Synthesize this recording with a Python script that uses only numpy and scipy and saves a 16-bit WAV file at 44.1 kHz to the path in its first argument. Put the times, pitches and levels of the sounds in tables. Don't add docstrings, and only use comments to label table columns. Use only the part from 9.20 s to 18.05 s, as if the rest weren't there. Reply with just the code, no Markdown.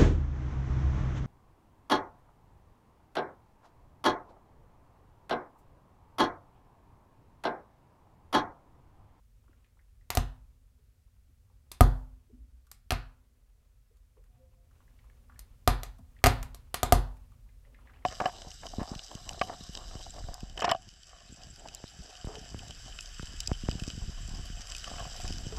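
import sys
import numpy as np
from scipy import signal
from scipy.fft import rfft, irfft
from scipy.io import wavfile
from scipy.ndimage import uniform_filter1d

SR = 44100
rng = np.random.default_rng(int(sys.argv[2]) if len(sys.argv) > 2 else 0)


def elevation(decibels):
    levels = np.asarray(decibels, float)
    return 10 ** (levels / 20)


def log_audio(samples):
    frames = np.atleast_2d(samples).T
    limited = np.clip(frames, -1, 1)
    pcm = np.round(limited * 32767).astype(np.int16)
    wavfile.write(sys.argv[1], SR, pcm)


N = 390285

# start in seconds, crack peak in dB, then floor thump, board knock and
# shards, each in dB relative to the crack.
BREAKS = [(0.903, -13.5, -27, -22.5, -14.5), (0.9508, -22, -26.5, -16, -8),
          (0.9719, -11.5, -6.5, -9.5, -14), (2.5162, -30.5, -30, -30.5, -5), (2.608, -9.5, 2.5, 0, -12.5),
          (3.5148, -40, -30, -49.5, -2), (3.7063, -6.5, -36.5, -25.5, -25), (3.7199, -18.5, -4, -6, -13),
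          (6.192, -40.5, -28, -29.5, -0.5), (6.4759, -5, -11.5, -9, -15.5), (6.633, -26.5, -20.5, -14, -9),
          (7.0402, 0, -16, -15, -19.5), (7.0600, -6, -17, -8, -16), (7.0673, -6.5, -10, -6, -14),
          (7.228, -27.5, -20, -41, -10.5), (7.3459, -39, -18, -14.5, -4), (7.5426, -13, -28.5, -20, -13),
          (7.6311, -12.5, -12.5, -6, -11), (7.723, -8.5, -4.5, -1.5, -10)]


def time(seconds):
    return np.arange(int(seconds * SR)) / SR


def unit(x):
    return x / np.sqrt(np.mean(x ** 2))


def fade(t, t60_s):
    return np.exp(-np.log(1000) * t / max(t60_s, 1e-3))


def ramp(at_s, rise_s):
    return np.clip((np.arange(N) / SR - at_s) / rise_s + 0.5, 0, 1)


def band(x, lo_hz, hi_hz):
    edges_hz = [lo_hz, min(hi_hz, 0.45 * SR)]
    return signal.sosfilt(signal.butter(2, edges_hz, "bandpass", fs=SR, output="sos"), x)


def ring(modes, seconds):
    t = time(seconds)
    y = sum(elevation(db) * fade(t, t60_s) * np.sin(2 * np.pi * hz * t) for hz, db, t60_s in modes)
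    return y / np.abs(y).max()


def coloured(points):
    hz, db = np.transpose(points)
    f = np.arange(N // 2 + 1) * SR / N + 1e-3
    gain = elevation(np.interp(np.log(f), np.log(hz), db))
    return unit(irfft(rfft(rng.standard_normal(N)) * gain, N))


def walk(rate_hz):
    k = int(SR / rate_hz)
    held = rng.standard_normal(1000)[np.arange(N) // k]
    return uniform_filter1d(uniform_filter1d(held, k), k)


def add(track, s, sound):
    i = int(round(s * SR))
    track[i:i + len(sound)] += sound[:N - i]


def hand_shift_db():
    # time in seconds, movement in dB above rest.
    shift_points = [(0, -10.5), (.29, 9.5), (.67, -2), (1.3, 3), (2.05, -5.5), (2.3, 0.5), (2.95, 6),
                    (3.55, -4.5), (4.05, 3.5), (4.83, -4), (5.15, 4.5), (5.4, 1), (5.6, 12.5), (6.3, 10.5),
                    (6.8, 5.5), (7.02, 14.5), (8.4, 7), (8.65, 19.5)]
    return np.interp(np.arange(N) / SR, *np.transpose(shift_points))


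def rumble(shift_db):
    # frequency in Hz, density in dB per Hz.
    rumble_spectrum = [(20, -2.5), (31, -4), (45, 2), (62, -5), (120, -15), (155, -28.5), (220, -29),
                       (300, -59.5)]
    rest_db, per_shift_db = -58, 0.067
    lean_s, lean_rise_s, lean_db = 4.95, 0.11, 4.5
    shake_db, shake_t60_s = -20, 0.71
    t = np.arange(N) / SR
    load = elevation(rest_db + per_shift_db * shift_db + lean_db * ramp(lean_s, lean_rise_s))
    for s, db, thump_db, _, _ in BREAKS:
        load += elevation(db + thump_db + shake_db) * (t > s) * fade(np.maximum(t - s, 0), shake_t60_s)
    return load * elevation(2.2 * walk(3)) * coloured(rumble_spectrum)


def groan(shift_db):
    # centre in Hz, width in Hz, level in dB.
    groan_bands = [(245, 30, -1.5), (400, 360, -3.5), (520, 80, -10.5)]
    rest_db, per_shift_db = -82, 0.65
    y = np.zeros(N)
    for hz, width_hz, db in groan_bands:
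        noise = unit(band(rng.standard_normal(N), hz - width_hz / 2, hz + width_hz / 2))
        y += elevation(db + 2 * walk(10)) * noise
    return elevation(rest_db + per_shift_db * shift_db) * unit(y)


def cloth(shift_db):
    rustle_db = -90
    grains = rng.standard_normal(N) * elevation(5.5 * walk(80))
    y = unit(band(grains, 680, 1300)) + elevation(-3) * unit(band(grains, 1900, 3000))
    return elevation(rustle_db + shift_db) * unit(y)


def hiss():
    # frequency in Hz, density in dB per Hz.
    hiss_spectrum = [(200, -16.5), (400, -0.5), (800, -6.5), (1500, -4), (3000, -7.5), (8000, -7.5),
                     (16000, -10.5), (18000, -32.5)]
    hiss_db, nudge_s, nudge_rise_s, nudge_db = -80.5, 5.52, 0.12, 3.5
    return elevation(hiss_db + nudge_db * ramp(nudge_s, nudge_rise_s)) * coloured(hiss_spectrum)


def ticks():
    # start in seconds, peak in dB, centre in Hz.
    cloth_scuffs = [(0.239, -68.5, 1120), (0.279, -59, 1200), (0.329, -63.5, 1670), (0.444, -61, 2450),
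                    (0.569, -64, 1090), (0.59, -60.5, 1960), (0.81, -65, 2000), (2.299, -64, 930),
                    (4.968, -63, 1010), (5.602, -58.5, 1260), (5.678, -60.5, 1770), (5.788, -60, 2520),
                    (5.839, -62.5, 1153), (5.897, -57.5, 2020), (6.095, -52, 1190), (6.119, -56, 1460),
                    (6.158, -56, 1780), (6.964, -58.5, 1980), (6.988, -54.5, 2430), (7.017, -58, 1200),
                    (8.259, -67, 803), (8.289, -63, 2300), (8.449, -59.5, 2194), (8.544, -52.5, 2200),
                    (8.587, -56, 1100), (8.671, -51.5, 2040), (8.694, -53.5, 1480), (8.735, -56.5, 2324),
                    (8.769, -55.5, 2295), (8.823, -58.5, 2230)]
    # start in seconds, scuff peak in dB, scuff centre in Hz, bright crack peak in dB.
    crumbs = [(3.468, -64.5, 1190, -59), (4.769, -75, 1115, -65), (5.039, -64.5, 1630, -63),
              (5.51, -62, 1270, -72), (6.785, -59.5, 804, -57.5), (7.968, -62.5, 2038, -60),
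              (8.118, -60.5, 1200, -65)]
    attack_s, crack_t60_s = 0.0015, 0.045
    out, t = np.zeros(N), time(0.05)
    for s, db, hz in cloth_scuffs + [row[:3] for row in crumbs]:
        decay = fade(t, 0.018) + 0.35 * fade(t, 0.09)
        rub = rng.standard_normal(len(t)) * decay * np.minimum(t / attack_s, 1)
        scuff = band(rub, hz / 1.25, hz * 1.25)
        broad = scuff
        for _ in range(3):
            broad = band(broad, 350, 3900)
        scuff = scuff + elevation(-2) * broad
        add(out, s, elevation(db) * scuff / np.abs(scuff).max())
    for s, _, _, db in crumbs:
        crack = band(rng.standard_normal(len(t)) * fade(t, crack_t60_s), 2500, 13000)
        add(out, s, elevation(db) * crack / np.abs(crack).max())
    return out


def room(x):
    # band centre in Hz, level in dB, t60 in seconds.
    room_bands = [(324.1, -36, 0.23), (754, -44.5, 0.44), (1200, -44, 0.4), (1900, -42, 0.3),
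                  (3600, -42.5, 0.3), (6360, -41, 0.15), (9600, -39, .2), (13000, -38.5, 0.12)]
    build_s = 0.002
    t = time(0.6)
    tail = np.zeros(len(t))
    for hz, db, t60_s in room_bands:
        echoes = unit(band(rng.standard_normal(len(t)), hz / 1.7, hz * 1.3))
        tail += elevation(db) * fade(t, t60_s) * echoes
    return signal.oaconvolve(x, (1 - np.exp(-t / build_s)) * tail)[:N]


def bumps():
    # start in seconds, level in dB, centre in Hz, t60 in seconds.
    board_bumps = [(0.29, -50, 303, 0.036), (1.581, -66, 400, 0.13), (2.082, -65.5, 284, 0.1),
                   (2.30, -66, 438, 0.089), (3.091, -58, 385, 0.11), (3.117, -56.5, 245, 0.55),
                   (4.221, -75, 500, .1), (4.699, -66, 430, 0.15), (4.963, -60.5, 453, 0.21),
                   (6.786, -45.5, 224, 0.11), (6.785, -45, 690, 0.043), (6.789, -37.5, 67.7, 0.25),
                   (3.122, -43.5, 57.6, 0.94), (8.46, -64.5, 520, 0.29)]
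    attack_s = 0.014
    out, t = np.zeros(N), time(0.5)
    for s, db, hz, t60_s in board_bumps:
        noise = unit(band(rng.standard_normal(len(t)), hz / 1.13, hz * 1.13))
        add(out, s, elevation(db) * noise * fade(t, t60_s) * np.minimum(t / attack_s, 1))
    return out


def fracture(lo_hz, hi_hz, rattle_t60_s, rattle_db, count=80):
    whip_s, pull_s = 0.0003, 0.00015
    tear_s, tear_db = 0.002, -13.5
    piece_t60_s, piece_db = 0.012, -15.5
    t = time(0.04)
    pitch, late, size = rng.random((count, 3)).T[:, :, None]
    hz = lo_hz * (hi_hz / lo_hz) ** pitch
    start = 0.5 * rattle_t60_s * late
    since = np.maximum(t - start, 0)
    splinters = elevation(-10 * size) * fade(start, rattle_t60_s)
    splinters = splinters * np.exp(-since * hz / 2) * np.sin(2 * np.pi * hz * since)
    whip = signal.unit_impulse(len(t), int(whip_s * SR)) - 0.1 * np.exp(-(t / pull_s - 1) ** 2)
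    click = band(whip, lo_hz, hi_hz)
    peak = np.abs(click).max()
    after = np.maximum(t - whip_s, 0)
    steps = rng.standard_normal(len(t)) * (after > 0) * np.exp(-after / tear_s)
    tear = elevation(tear_db) * band(steps, lo_hz, hi_hz)
    pieces = elevation(piece_db - 6 * size[:5]) * fade(after, piece_t60_s) * np.sin(2 * np.pi * hz[:5] * after)
    return click / peak, tear / peak + pieces.sum(axis=0), elevation(rattle_db) * splinters.sum(axis=0)


def lift_high(x):
    hz, db = 12300, -6
    return x + elevation(db) * band(x, hz / 1.08, hz * 1.08)


def breaks():
    # low edge in Hz, high edge in Hz.
    shard_bands = [(900, 4400), (3700, 8400), (7600, 13500)]
    # frequency in Hz, level in dB, t60 in seconds.
    board_modes = [(543, -17, 0.013), (690, -1, 0.16), (732, 10, 0.063), (972, -10.5, 0.03),
                   (1190, -6, 0.0083), (1217, 2.5, 0.075), (1990, -16.5, .02)]
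    # frequency in Hz, level in dB, t60 in seconds.
    floor_modes = [(45.7, -1, .45), (78.7, 5, 0.099), (109, -7, 0.3), (136, -11, 0.39), (237.4, -2.5, 0.13),
                   (255.8, -20, 0.61), (360, -17.5, 0.092)]
    signs = (1, -1, 1)
    rattle_t60_s, rattle_db = (0.04, 0.045, 0.045), (-9, -7, -7)
    knock_delay_s, drop_delay_s, push_s = 0.00019, 0.0024, 0.0039
    click, tear, spray, knock, blow, thump = np.zeros((6, N))
    push = np.hanning(int(push_s * SR))
    for s, db, thump_db, knock_db, shard_db in BREAKS:
        band_db = (db - 6.5, db + shard_db + 4.5, db + shard_db + 6.5)
        for sign, edges_hz, level_db, t60_s, spray_db in zip(signs, shard_bands, band_db, rattle_t60_s, rattle_db):
            snap, rip, splinters = fracture(*edges_hz, t60_s, spray_db)
            add(click, s, sign * elevation(level_db) * snap)
            add(tear, s, elevation(level_db) * rip)
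            add(spray, s, elevation(level_db) * splinters)
        spot = []
        for hz, mode_db, t60_s in board_modes:
            spot_hz = hz * (1 + 0.011 * rng.standard_normal())
            spot.append((spot_hz, mode_db + 3 * rng.standard_normal(), t60_s))
        add(knock, s + knock_delay_s, elevation(db + knock_db + 4) * ring(spot, 0.1))
        add(blow, s, elevation(db + knock_db + 18) * np.ones(1))
        add(thump, s + drop_delay_s, elevation(db + thump_db + 5.5) * push / push.sum())
    slap = band(blow, 270, 1300)
    thump = -signal.oaconvolve(thump, ring(floor_modes, 0.8))[:N]
    return lift_high(click), lift_high(tear), lift_high(spray), knock, slap, thump


def creak():
    # start in seconds, length in seconds, start in Hz, sag in Hz per second, rms in dB.
    creak_tones = [
        (5.19, .09, 524, 100, -70),
        (5.3, .17, 521, 40, -78),
        (5.09, .22, 733, 130, -83),
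        (5.36, .15, 696, 90, -83),
    ]
    edge_s = 0.04
    t, out = np.arange(N) / SR, np.zeros(N)
    for s, length_s, start_hz, sag, db in creak_tones:
        gate = ramp(s, edge_s) * (1 - ramp(s + length_s, 2 * edge_s))
        hz = (start_hz - sag * np.clip(t - s, 0, length_s)) * (1 + 0.0053 * walk(30))
        tone = np.sqrt(2) * np.sin(2 * np.pi * np.cumsum(hz) / SR)
        out += gate ** 2 * elevation(db + 3.4 * walk(15)) * tone
    return out


def scene():
    shift_db = hand_shift_db()
    bed = rumble(shift_db) + groan(shift_db) + cloth(shift_db) + hiss() + bumps() + creak()
    small = ticks()
    click, tear, spray, knock, slap, thump = breaks()
    walls = room(click + elevation(-9.5) * tear + elevation(-8) * small + slap + elevation(-17.5) * spray)
    close = elevation(-8.5) * click + tear + spray + knock + small
    return (close + walls + thump + bed)[None]


def top_cut(x):
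    return signal.sosfilt(signal.butter(12, 17000, fs=SR, output="sos"), x)


def record(dry):
    mix = signal.sosfilt(signal.butter(12, 15750, fs=SR, output="sos"), dry)
    mix = signal.sosfilt(signal.butter(2, 36, "highpass", fs=SR, output="sos"), mix)
    return top_cut(mix)


dry = scene()
out = record(dry)
log_audio(out)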